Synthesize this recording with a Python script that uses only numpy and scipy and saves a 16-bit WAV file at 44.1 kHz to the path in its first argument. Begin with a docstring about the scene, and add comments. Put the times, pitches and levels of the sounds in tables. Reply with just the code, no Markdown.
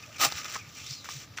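"""Slow steps on garden leaves

A sole scuffs loudly through dry earth and fallen leaves, then rolls on with a crunch of tiny fractures.
Something brushes past with a swish of friction; softer footfalls knock on the ground and snap dry leaves.
Air and handling rumble on a hand-held microphone, under a faint leafy hiss and a few far chirps."""
import sys
import numpy as np
from scipy import signal
from scipy.fft import rfft, irfft, next_fast_len
from scipy.io import wavfile
from scipy.ndimage import uniform_filter1d

SR = 44100
rng = np.random.default_rng(int(sys.argv[2]) if len(sys.argv) > 2 else 0)


def inscribe(sig):
    """Save sig as 16-bit PCM at rate SR to the path in sys.argv[1].

    A 1-D sig is mono; a 2-D sig holds one channel per row.
    Samples are clipped to [-1, 1] before scaling.
    """
    pcm = np.round(np.clip(np.atleast_2d(sig).T, -1, 1) * 32767)
    wavfile.write(sys.argv[1], SR, pcm.astype(np.int16))


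N = 61740
T = np.arange(N) / SR

# Tone of the scuff, the crunch and the swish. Each row: frequency in Hz, relative level in dB.
SCUFF_EQ = [(100, -26), (200, -25.5), (290, -9.5), (420, -19.5), (620, -5.5), (820, -11), (980, -15.5),
            (1200, -4), (1550, -13), (2400, -8.5), (3050, -8.5), (3400, -14.5), (3750, -8), (5400, -8),
            (7400, -9), (8600, -21), (13800, -26), (14900, -11)]
CRUNCH_EQ = [(120, -41), (200, -27), (330, -9.5), (480, -8.5), (700, -11), (920, -16), (1220, -4),
             (1700, -4), (2500, -1.5), (3200, -5), (4500, -7), (5800, -1.5), (7400, -5.5), (8350, -22),
             (13800, -27.5), (15100, -10.5)]
SWISH_EQ = [(290, -26), (800, -28), (1240, -10), (1750, -11), (2200, -2.5), (3150, -3.5), (4700, -3),
            (6000, 1.5), (7200, -1.5), (8600, -18.5), (13800, -28.5), (15100, -8)]
# The crunch follows the weight of each step on the litter. Each row: time in seconds, level in dB.
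FIRST_TREAD = [(0, -53.5), (.038, -52), (.1, -57), (.15, -50), (.188, -48.5), (.215, -41), (.29, -40.5),
               (.314, -41.5), (.34, -41), (.372, -38.5), (.395, -40), (.44, -44.5), (.46, -38.5),
               (.486, -43), (.55, -37.5), (.585, -49.5), (.63, -53), (.72, -55)]
SECOND_TREAD = [(1.03, -70), (1.046, -46), (1.075, -46.5), (1.1, -42), (1.16, -66), (1.22, -49.5),
                (1.29, -64), (1.36, -57), (1.378, -45), (1.4, -50)]
# Envelope of the brushing swish. Each row: time in seconds, level in dB.
SWISH_ENVELOPE = [(.72, -57.5), (.775, -45.5), (.83, -48.5), (.88, -44.5), (.92, -43.5), (.96, -50),
                  (1.03, -56), (1.08, -63), (1.115, -42.5), (1.17, -44.5), (1.21, -48.5), (1.28, -68)]
# The rub rises with the speed of the stroke. Each row: time in seconds, pitch in Hz, level in dB.
RUB_SWEEP = [(0.752, 2306, -59), (.785, 2496, -49.5), (.84, 2890, -54), (.885, 4150, -48),
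             (.915, 4737, -42.5), (0.936, 4860, -42.5), (0.954, 5200, -55)]
# The sole knocks on the ground. Each row: start in seconds, level in dB, pitch in Hz.
KNOCKS = [(0.3222, -26, 1050), (0.451, -37, 1370), (0.456, -27, 1480), (0.554, -25, 1510),
          (0.5582, -21, 1353), (0.5626, -23.5, 987), (1.044, -33.5, 1350), (1.057, -32, 1410),
          (1.089, -24.5, 1167), (1.3737, -35, 2173), (1.3764, -25.5, 1854), (1.3849, -20, 1600),
          (1.39, -33, 1110)]
# The ring of a knock. Each row: multiple of the pitch, relative level in dB, seconds to fall 60 dB.
KNOCK_MODES = [(.55, -17, 0.0064), (.75, -12.5, 0.0037), (1, -5, 0.016), (1.3, -7.5, 0.013),
               (2.3, -37, 0.0088)]
# Dry leaves snap. Each row: start in seconds, level in dB, pitch in Hz.
LEAF_SNAPS = [(.184, -30, 4500), (.2852, -24, 8500), (.323, -17.5, 4300), (.5025, -33, 7000),
              (.5248, -28, 5600), (.5268, -29, 6000), (.544, -31, 6500), (.5555, -28, 5500),
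              (.5632, -24, 5500), (.867, -30, 5200), (.9098, -26, 5000), (1.0895, -30, 4500),
              (1.0975, -26, 6000), (1.1143, -25, 5600), (1.3728, -31, 5500), (1.3762, -29, 5600)]
# Soft bumps on the microphone. Each row: centre in seconds, level in dB, pitch in Hz.
HANDLING_BUMPS = [(0.277, -40, 143), (0.356, -43, 93), (0.618, -45.5, 110), (0.684, -44, 135),
                  (0.816, -46, 96), (0.916, -40.5, 131), (1.168, -38, 131), (1.316, -44.5, 107)]
# Faint raspy chirps, perhaps far birds. Each row: centre and half length in seconds, level in dB,
# pitch in Hz, glide in Hz per second, width in Hz.
CHIRPS = [(.038, 0.0078, -48, 2525, -3, 258), (0.098, 0.02, -52.5, 610, -500, 31),
          (0.146, 0.0066, -47, 2716, -3000, 220), (.175, 0.027, -47.5, 2420, -3000, 159),
          (0.603, 0.036, -50.5, 2430, -5000, 198), (0.658, .015, -51.5, 2296, 0, 260),
          (0.96, 0.025, -47.5, 4313, -2000, 90), (0.983, .025, -48, 4890, -1000, 90),
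          (1.001, 0.037, -50, 4060, -7000, 170)]
# Tone of the air rumble and the foliage hiss. Each row: frequency in Hz, relative level in dB.
RUMBLE_EQ = [(15, -52), (25, -18), (43, -24.5), (86, -1.5), (129, -1), (231, -10.5), (291, -10), (325, -10),
             (394, -32), (450, -17.5), (580, -59), (990, -120)]
FOLIAGE_EQ = [(150, -16.5), (250, -13), (450, -6), (603, -6.5), (781, -8.5), (1330, -10.5), (1530, -11.5),
              (2800, -14), (3060, -13.5), (5410, -10.5), (5890, -22), (8040, -32), (15500, -22)]
# Bounces off the ground, pots and the walker's body. Each row: delay in seconds, level in dB.
ECHOES = [(.0034, -11.5), (.0083, -14), (.0127, -19.5), (0.019, -31)]
# Resonances and notches of the microphone port. Each row: centre in Hz, width in Hz, gain in dB.
MICROPHONE_EQ = [(815, 19, 4), (1193, 44, 7.5), (1275, 60, 8.5), (2170, 62, 1), (2630, 140, 1),
                 (3580, 110, 2), (4850, 59, -4), (5630, 180, 2.5), (6155, 154, 5.5), (6496, 213, -11)]


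def scuff(peak_db=-20.5, peak_s=.2135, hold_s=.039, rise_db_per_s=1016, fall_db_per_s=665):
    """The sliding sole grinds grit and leaves: fast attack, short hold, quick release."""
    attack_db = rise_db_per_s * np.maximum(0, peak_s - T)
    release_db = fall_db_per_s * np.maximum(0, T - peak_s - hold_s)
    envelope = from_db(np.maximum(peak_db - attack_db - release_db, -200))
    return colour(grains(per_s=26000, spread_db=.5, clump_db=2.1) * envelope, SCUFF_EQ)


def crunch():
    """The litter crackles as the weight rolls over it."""
    weight = level(FIRST_TREAD) + level(SECOND_TREAD)
    return colour(grains(per_s=15000, spread_db=3.5, clump_db=2.47) * weight, CRUNCH_EQ)


def knocks(detune=.073, grit_db=-3.5, grit_t60_s=.027, low_cut_hz=130):
    """Each contact of the sole rings a few heavily damped modes and crushes a little grit."""
    out = np.zeros(N)
    for start, db, hz in KNOCKS:
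        age = np.maximum(T - start, 0)
        for multiple, mode_db, t60 in KNOCK_MODES:
            mode_hz = hz * multiple * (1 + detune * rng.standard_normal())
            ring = np.sin(2 * np.pi * mode_hz * age) * rng.choice([-1, 1])
            out += from_db(db + mode_db) * decay(age, t60) * ring
        grit = rng.standard_normal(N) * (age > 0) * from_db(db + grit_db) * decay(age, grit_t60_s)
        grit_hz, width_hz = 1.37 * hz, 1.6 * hz
        out += resonance(resonance(grit, grit_hz, width_hz), grit_hz, width_hz)
    return signal.sosfilt(signal.butter(2, low_cut_hz, "high", fs=SR, output="sos"), out)


def leaf_snaps(splinter_db=-16, t60_s=.02, relative_width=.45, high_cut_hz=8800):
    """A sharp crack and a short spray of splinters sound through the leaf's broad resonance."""
    out = np.zeros(N)
    for start, db, hz in LEAF_SNAPS:
        age = T - start
        burst = rng.standard_normal(N) * (age > 0) * from_db(splinter_db) * decay(age, t60_s)
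        burst[int(start * SR)] += 2  # the crack itself
        width_hz = relative_width * hz
        snap = resonance(resonance(burst, hz, width_hz), hz, 2 * width_hz)
        out += from_db(db) * snap / np.abs(snap).max()
    return signal.sosfilt(signal.butter(2, high_cut_hz, fs=SR, output="sos"), out)


def swish():
    """Something brushes past: fine friction grains and a broad rub that sweeps upward."""
    friction = grains(per_s=20000, spread_db=2, clump_db=1.75) * level(SWISH_ENVELOPE)
    times, hz, db = np.transpose(RUB_SWEEP)
    rub = narrow_noise(np.interp(T, times, hz), width_hz=650) * level(np.c_[times, db])
    return colour(friction, SWISH_EQ) + rub


def handling_bumps(width_s=.0089):
    """A few low cycles swell and fade as the walker's hand jolts."""
    out = np.zeros(N)
    for centre, db, hz in HANDLING_BUMPS:
        swell = np.exp(-np.minimum(((T - centre) / width_s) ** 2 / 2, 20))
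        out += from_db(db) * swell * np.sin(2 * np.pi * (hz * (T - centre) + rng.random()))
    return out


def chirps():
    """Short raspy notes swell and fade, most sagging a little in pitch."""
    out = np.zeros(N)
    for centre, half_length, db, hz, glide, width_hz in CHIRPS:
        swell = np.exp(-np.minimum(((T - centre) / half_length) ** 2, 20))
        out += from_db(db) * swell * narrow_noise(hz + glide * (T - centre), width_hz)
    return out


def air_and_foliage(rumble_db=-55.5, hiss_db=-58, rumble_side_db=-21.5, hiss_side_db=-9):
    """A stereo bed: moving air rumbles near the centre, far foliage hisses a little wider."""
    rumble = from_db(rumble_db) * colour(rng.standard_normal((2, N)), RUMBLE_EQ)
    hiss = from_db(hiss_db) * colour(rng.standard_normal((2, N)), FOLIAGE_EQ)
    mid = rumble[0] + hiss[0]
    side = from_db(rumble_side_db) * rumble[1] + from_db(hiss_side_db) * hiss[1]
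    return np.array([mid + side, mid - side])


def with_echoes(x):
    """A few early reflections; outdoors there is no tail."""
    return x + sum(from_db(db) * np.r_[np.zeros(int(delay * SR)), x][:N] for delay, db in ECHOES)


def grains(per_s, spread_db, clump_db, bands=7):
    """Tiny fractures of uneven size come in clumps, each sounding in one band; rms 1."""
    edges_hz = np.geomspace(400, 17000, bands + 1)
    edges_hz[0] = 40  # the lowest band reaches into the bass
    clumps = from_db(clump_db * drift(83))
    out = np.zeros(N)
    for k in range(bands):
        clicks = (rng.random(N) < per_s / bands / SR) * rng.choice([-1, 1], N)
        sizes = from_db(spread_db * np.minimum(rng.exponential(1, N), 3.5))
        band = signal.butter(2, edges_hz[k:k + 2], "band", fs=SR, output="sos")
        out += signal.sosfilt(band, rms_one(clicks * sizes) + 1e-18)
    return rms_one(out * clumps)


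def narrow_noise(hz, width_hz):
    """A band of noise around a moving pitch."""
    phase = 2 * np.pi * np.cumsum(hz) / SR
    return drift(width_hz) * np.cos(phase) + drift(width_hz) * np.sin(phase)


def drift(rate_hz):
    """Smooth random wander; rms 1."""
    pole = np.exp(-2 * np.pi * rate_hz / SR)
    return rms_one(signal.lfilter([1], [1, -2 * pole, pole * pole], rng.standard_normal(2 * N))[N:])


def colour(x, curve):
    """A unit-power EQ along a curve of (Hz, dB) points."""
    size = next_fast_len(2 * N)
    size += size % 2
    hz, db = np.transpose(curve)
    log_bins = np.log(np.fft.rfftfreq(size, 1 / SR) + 1)
    gain = rms_one(from_db(np.interp(log_bins, np.log(hz), db)))
    # Minimum phase: nothing rings ahead of a transient.
    cepstrum = irfft(np.log(gain))
    cepstrum[1:size // 2] *= 2
    cepstrum[size // 2 + 1:] = 0
    return irfft(rfft(x, size) * np.exp(rfft(cepstrum)))[..., :N]


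def resonance(x, hz, width_hz):
    """A two-pole band-pass with unity gain at its peak."""
    radius = np.exp(-np.pi * width_hz / SR)
    feedback = [1, -2 * radius * np.cos(2 * np.pi * hz / SR), radius ** 2]
    return signal.lfilter(np.array([1, 0, -1]) * (1 - radius ** 2) / 2, feedback, x + 1e-18)


def level(curve):
    """A gain envelope through (seconds, dB) points, fading fast beyond its ends."""
    times, db = np.transpose(curve)
    outside_s = np.maximum(0, np.maximum(times[0] - T, T - times[-1]))
    return from_db(np.interp(T, times, db) - 400 * outside_s)


def decay(age, t60):
    """A tail that falls 60 dB every t60 seconds."""
    return from_db(-60 * np.clip(age / t60, 0, 4))


def from_db(db):
    """Decibels to gain."""
    return 10 ** (np.asarray(db) / 20)


def rms_one(x):
    """Scale to unit power."""
    return x / np.sqrt(np.mean(x ** 2) + 1e-20)


def limiter(x, ceiling_db=-18.5, window_s=.0065):
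    """A soft knee holds the short-term rms level under the ceiling."""
    power = uniform_filter1d(np.mean(x ** 2, axis=0), int(window_s * SR))
    drive = np.maximum(power, 0) / from_db(ceiling_db) ** 2
    return x / (1 + drive ** 3) ** (1 / 6)


def scene():
    """Steps, swish, chirps and bumps sit dead centre over the garden bed."""
    centre = scuff() + with_echoes(crunch() + swish()) + chirps()
    centre += knocks() + leaf_snaps() + handling_bumps()
    return centre + air_and_foliage()


def record(dry):
    """The microphone port colours the mix, a limiter flattens the scuff, and the top is cut."""
    for hz, width_hz, db in MICROPHONE_EQ:
        gain, width = from_db(db / 2), np.tan(np.pi * width_hz / SR)
        tuning = -2 * np.cos(2 * np.pi * hz / SR)
        feedforward = [1 + width * gain, tuning, 1 - width * gain]
        feedback = [1 + width / gain, tuning, 1 - width / gain]
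        dry = signal.lfilter(feedforward, feedback, dry)
    high_cut = signal.ellip(12, .2, 80, 15500, fs=SR, output="sos")
    return signal.sosfilt(high_cut, limiter(dry))


dry = scene()
out = record(dry)
inscribe(out)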